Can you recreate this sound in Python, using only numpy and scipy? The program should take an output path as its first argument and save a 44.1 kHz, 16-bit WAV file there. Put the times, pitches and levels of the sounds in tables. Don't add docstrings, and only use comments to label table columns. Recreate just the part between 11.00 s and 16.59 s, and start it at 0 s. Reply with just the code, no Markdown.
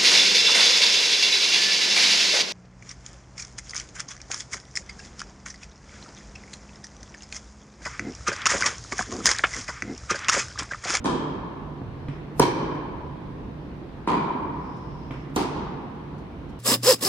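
import sys
import numpy as np
from scipy import signal
from scipy.fft import rfft, irfft, next_fast_len
from scipy.io import wavfile
from scipy.ndimage import uniform_filter1d, map_coordinates

SR = 44100
rng = np.random.default_rng(int(sys.argv[2]) if len(sys.argv) > 2 else 0)


def file_out(sig):
    cols = np.atleast_2d(sig).T
    lim = np.clip(cols, -1, 1)
    pcm = np.round(lim * 32767).astype(np.int16)
    wavfile.write(sys.argv[1], SR, pcm)


def volts_from_decibels(level):
    exponent = np.asarray(level, float) / 20
    return 10 ** exponent


N = 246512

# f/Hz, left minus right/dB
PORT_BALANCE = [(60, -1), (110, -2), (200, -2.5), (380, -2.5), (700, 0), (1290, 0.5), (2380, -1.5),
                (4400, -1.5), (8120, -1), (15000, 2.5)]


def rackets():
    # t/s, blow level/dB, hall level/dB, scrape level/dB, floor echo/dB
    blows = [
        (.0462, -17.5, -4.5, -36, -25),
        (1.3958, -8, -2, -17.5, 8),
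        (3.075, -11, -2, -42, -17.5),
        (4.3634, -12, -4, -27, 2),
    ]
    # f/Hz, bandwidth/Hz, level/dB
    blow_modes = [
        [(153, 11, -4.5), (288, 123, -1.5), (398, 323, -9), (993, 186, -8), (1730, 60, -21.5),
         (2390, 350, -29.5), (3200, 120, -22.5), (3700, 650, -30), (4884, 1600, -33), (7960, 4590, -38.5)],
        [(153.4, 38, -0.5), (272, 77, 1), (376, 173, 1.5), (927, 192, -3.5), (1120, 120, -9), (1704, 170, -20),
         (2364, 250, -19), (3095, 110, -18), (4170, 1030, -25.5), (8500, 2500, -44.5)],
        [(153, 49, 0), (293, 123, 6), (406, 210, 0), (984, 135, 6.5), (1510, 1500, -24), (2394, 160, -13.5),
         (3090, 480, -25), (4920, 680, -34), (5900, 560, -51), (8000, 15000, -42)],
        [(195, 175, -6), (414, 170, -6), (922, 310, -8), (1880, 67, -50), (2280, 1250, -29),
         (4440, 3500, -29.5), (6600, 4000, -51), (8600, 1300, -40)],
    ]
    # f/Hz, spectral density level/dB
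    scrape_spectra = [
        [(2000, -22), (4200, -14), (5900, 4), (6800, -14), (7900, -7), (9600, 0), (11000, -9), (12600, -9),
         (14200, 0), (16300, -32)],
        [(2000, -14), (3500, -10), (5300, -9), (6500, 0), (7700, -13), (8800, -6), (10300, -10), (12600, -11),
         (14000, -7), (16300, -32)],
    ]
    # delay after blow t/s, level/dB, left lead/ms
    wall_echoes = [(0.022, -3.5, .3), (.0263, -1, -.3), (.0315, -1, .15), (.0378, -3, -.1),
                   (0.058, -9.5, .25)]
    left_leads_ms = [.1, .1, .1, -.251]
    brush_s = [.0038, .0002, .0038, .0028]
    far_air_db_per_khz, far_top_hz = 4, 11500
    curtain_db_per_khz = [.85, .45]

    out = np.zeros((2, N))
    t = np.arange(SR // 20) / SR
    for k, (s, db, hall_db, scrape_db, floor_db) in enumerate(blows):
        near, stroke = k % 2, k // 2
        lead_ms = left_leads_ms[k]
        blow = impact(blow_modes[k], db, hall_db, lead_ms, near, size=2 * SR, floor_db=floor_db)
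        if not near:
            blow = filtered(blow, lambda hz: 1 / (1 + (hz / far_top_hz) ** 12))
        add(out, s, blow)

        if k == 1:
            for delay, wall_db, wall_ms in wall_echoes:
                echo_db = db + floor_db + wall_db - 12
                echo = impact(blow_modes[k][3:], echo_db, -99, wall_ms, 0.77, size=SR // 5, floor_db=-4)
                add(out, s + delay, echo)

        def colour(hz):
            air_loss_db = (1 - near) * far_air_db_per_khz * (hz - 8000) / 1000
            return volts_from_decibels(along(scrape_spectra[stroke], hz) - air_loss_db)

        def room_colour(hz):
            return colour(hz) ** 0.66 * volts_from_decibels(-curtain_db_per_khz[stroke] * hz / 1000)

        grit = unit(filtered(rng.standard_normal(len(t)), colour))
        attack = (t / .0014) * np.exp(1 - t / .0014)
        scrape = grit * attack + .08 * grit * volts_from_decibels(-60 * t / .04)
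        room = filtered(hall(near, size=SR // 2), room_colour)
        add(out, s - brush_s[k], volts_from_decibels(scrape_db) * ports(scrape, lead_ms))
        add(out, s + .002, volts_from_decibels(scrape_db + 25.5) * room)
    return out


def impact(body, db, hall_db, lead_ms, near, size, floor_db=-6, drag=.45):
    t = np.arange(SR // 5) / SR
    low = modes([m for m in body if m[0] < 1300])
    high = modes([(9000, 1, -99)] + [m for m in body if m[0] > 1300])
    push = np.sin(np.pi * np.clip(t / .0007, 0, 1)) ** 2
    soft = filtered(push, low) / (.00035 * SR)
    decay = np.exp(-t / .002) + drag * np.exp(-t / .009)
    rough = rng.standard_normal(len(t)) * (1 - np.exp(-t / .001)) * decay
    rough = filtered(rough / np.linalg.norm(rough), high)
    floor_echo = volts_from_decibels(floor_db) * np.roll(soft, round(.0042 * SR))
    direct = ports(soft + floor_echo + rough, lead_ms)
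    direct = np.pad(direct, ((0, 0), (0, size - len(t))))
    radiated = soft + filtered(1. * (t == 0), high)
    wet = signal.fftconvolve(radiated[None], hall(near, size), axes=1)[:, :size]
    return (volts_from_decibels(hall_db) * wet + volts_from_decibels(db) * direct) / np.max(np.abs(soft))


def bounces():
    # t/s, thud level/dB, hall level/dB, left lead/ms, court boom level/dB
    landings = [
        (1.0838, -27, -25.5, 0.043, -21),
        (4.1079, -26, -23, -0.058, -25),
    ]
    # f/Hz, bandwidth/Hz, level/dB
    ball_modes = [(310, 110, 3.5), (1002, 215, -7), (2043, 790, -13.5), (3293, 3300, -21),
                  (5050, 2800, -26)]
    court_hz, court_t60_s, court_lag_s = 138.7, .13, .0033

    out = np.zeros((2, N))
    t = np.arange(SR // 5) / SR
    phase = 2 * np.pi * court_hz * t
    boom = np.sin(phase) * (1 + .6 * np.cos(phase)) * volts_from_decibels(-60 * t / court_t60_s)
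    for s, db, hall_db, lead_ms, boom_db in landings:
        add(out, s, impact(ball_modes, db, hall_db, lead_ms, near=0.49, size=SR, floor_db=-3, drag=.08))
        add(out, s + court_lag_s, volts_from_decibels(boom_db) * ports(boom, lead_ms))
    return out


def air():
    # heard from t/s, until t/s, level/dB
    flights = [
        (1.02, 1.2, -77),
        (3.5, 4.29, -79.5),
    ]
    # contact t/s, level then/dB, rise/(dB per s)
    swings = [
        (1.397, -47, 703),
        (4.36, -51, 1200),
    ]
    # f/Hz, spectral density level/dB
    swish_spectrum = [(150, -14), (450, 14), (1200, 4), (3000, -4.5), (6500, -4.5), (9500, -5), (13200, 1),
                      (15500, -31)]
    swell_s, fade_s, depth_db = .16, .06, 14
    stop_s = .00603

    whistle = unit(filtered(diffuse(N), lambda hz: modes([(5200, 900, 0)])(hz) ** 2))
    swish = unit(filtered(diffuse(N), lambda hz: volts_from_decibels(along(swish_spectrum, hz))))
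    flight = 0
    for s, end, db in flights:
        hold_s = end - s - swell_s - fade_s
        flight = flight + gain(s + swell_s, db, depth_db / swell_s, hold_s, depth_db / fade_s)
    swing = sum(gain(s, db, rise, 0, 30 / stop_s) for s, db, rise in swings)
    return volts_from_decibels(13.5) * flight * whistle + volts_from_decibels(8) * swing * swish


def shoes():
    # t/s, peak level/dB, scuff level/dB
    footfalls = [(0.207, -28, -68), (0.817, -13.5, -88), (1.751, -27, -51), (1.963, -31.5, -84),
                 (2.272, -36, -83), (2.487, -23, -74.5), (2.974, -33, -83), (3.434, -46.5, -59),
                 (3.771, -29, -53), (4.148, -19.5, -64), (4.301, -38, -55), (4.751, -33, -76),
                 (5.187, -41.5, -51.5), (5.499, -56.5, -51)]
    # f/Hz, bandwidth/Hz, level/dB
    sole_modes = [(124, 18, 3.5), (287, 81, -23), (840, 110, -37)]
    # f/Hz, spectral density level/dB
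    rubber_spectrum = [(2000, -29), (5000, 5), (9000, -6), (14000, -9), (16000, -41)]

    out = np.zeros((2, N))
    t = np.arange(SR // 10) / SR
    for s, db, scuff_db in footfalls:
        add(out, s, impact(sole_modes, db - 9, db - 13, 0, near=0, size=SR // 2))
        rub = unit(filtered(diffuse(len(t)), lambda hz: volts_from_decibels(along(rubber_spectrum, hz))))
        envelope = (t / .021) * np.exp(1 - t / .0089)
        add(out, s - .01, volts_from_decibels(scuff_db - 7) * rub * envelope)
    return out


def ventilation():
    # f/Hz, spectral density level/dB
    rush_spectrum = [(13, -45), (30, -10.5), (55, -0.5), (112, -6.5), (150, -5), (300, -6.5), (620, -19.5),
                     (1000, -22), (2000, -33.5), (4000, -42), (6500, -55.5), (7300, -77), (10300, -75),
                     (14800, -72)]
    # f/Hz, bandwidth/Hz, level/dB
    duct_tones = [(54, 4.7, -70.5), (147.3, 2.76, -43.5)]

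    z = signal.stft(diffuse(N), nperseg=1024)[2]
    patches = rng.standard_normal(z.shape[1:])
    patches = uniform_filter1d(uniform_filter1d(patches, 8, 0), 8, 1)
    rush = signal.istft(z * volts_from_decibels(1.3 * unit(patches)), nperseg=1024)[1][:, :N]
    out = volts_from_decibels(-38) * unit(filtered(rush, lambda hz: volts_from_decibels(along(rush_spectrum, hz))))
    for tone_hz, width_hz, db in duct_tones:
        out = out + volts_from_decibels(db) * unit(filtered(diffuse(N), modes([(tone_hz, width_hz, 0)])))
    return out


def hall(near, size):
    # f/Hz, t60/s
    decay_times = [(60, 1.6), (150, 3.2), (300, 1.58), (600, 1.98), (1000, 2.45), (2000, 1.68),
                   (4000, 1.125), (7000, 0.67), (11000, 0.33), (16000, .3)]
    hz, t, z = signal.stft(diffuse(size), SR, nperseg=256)
    decay = volts_from_decibels(-60 * t / along(decay_times, hz)[:, None])
    tail = signal.istft(z * decay, SR, nperseg=256)[1][:, :size]
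    t = np.arange(size) / SR
    clumps = map_coordinates(rng.standard_normal(size // 100 + 4), [np.arange(size) / 100])
    clumps_db = 2.2 * clumps * np.exp(-t / .1)
    return tail * volts_from_decibels(clumps_db + arrivals_db(t, near)) / np.sqrt(SR / 10)


def arrivals_db(t, near):
    gap_db = (near * 23 + (1 - near) * 50) * np.exp(-t / .003)
    lull_db = near * -2.5 * np.exp(-((t - .145) / .046) ** 2)
    side_walls_db = 2.5 * np.exp(-t / .062)
    return side_walls_db + lull_db - gap_db


def diffuse(size):
    # f/Hz, side minus mid/dB
    side_level = [(60, -13.5), (110, -15.5), (200, -14), (380, -8.5), (700, -1.5), (1290, -2.5), (2380, 1),
                  (4400, -1), (8120, 0.5), (15000, -3)]
    noise = rng.standard_normal((2, size))
    mid, side = filtered(noise, lambda hz: [hz * 0 + 1, volts_from_decibels(along(side_level, hz))])
    stereo = np.array([mid + side, mid - side])
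    return filtered(stereo, lambda hz: volts_from_decibels(np.outer([.5, -.5], along(PORT_BALANCE, hz))))


def ports(x, lead_ms):
    half = np.array([[.5], [-.5]])

    def response(hz):
        return volts_from_decibels(half * along(PORT_BALANCE, hz)) * np.exp(2j * np.pi * half * hz * lead_ms / 1000)

    return filtered(x[None], response)


def modes(table):
    def response(hz):
        total = 0
        for k, (centre, width_hz, db) in enumerate(table):
            sign = (-1) ** (k + (centre > 800))
            damping = 1j * hz * width_hz
            total = total + sign * volts_from_decibels(db) * damping / (centre * centre - hz * hz + damping)
        return total

    return response


def filtered(x, response):
    m = next_fast_len(x.shape[-1] + 8192)
    return irfft(rfft(x, m) * response(np.fft.rfftfreq(m, 1 / SR)), m)[..., :x.shape[-1]]


def along(points, hz):
    f, v = np.transpose(points)
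    return np.interp(np.log(hz + 1), np.log(f + 1), v)


def gain(s, db, rise_db_per_s, hold_s, fall_db_per_s):
    t = np.arange(N) / SR - s
    return volts_from_decibels(db + rise_db_per_s * np.minimum(t, 0) - fall_db_per_s * np.maximum(t - hold_s, 0))


def unit(x):
    return x / np.sqrt(np.mean(x ** 2) + 1e-20)


def add(out, s, x):
    part = out[:, round(s * SR):][:, :x.shape[1]]
    part += x[:, :part.shape[1]]


def scene():
    return rackets() + bounces() + air() + shoes() + ventilation()


def top_cut(x):
    return signal.sosfilt(signal.butter(12, 16440, fs=SR, output="sos"), x)


def record(dry):
    # f/Hz, level/dB
    overall_response = [(10950, 0), (11250, -30), (12200, -30), (12450, 0), (15000, 0), (15600, -8),
                        (16300, -20), (16450, -60)]
    heard = filtered(dry, lambda hz: volts_from_decibels(along(overall_response, hz)))
    heard = heard / (1 + np.abs(heard / .95) ** 6) ** (1 / 6)
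    return top_cut(heard)


dry = scene()
out = record(dry)
file_out(out)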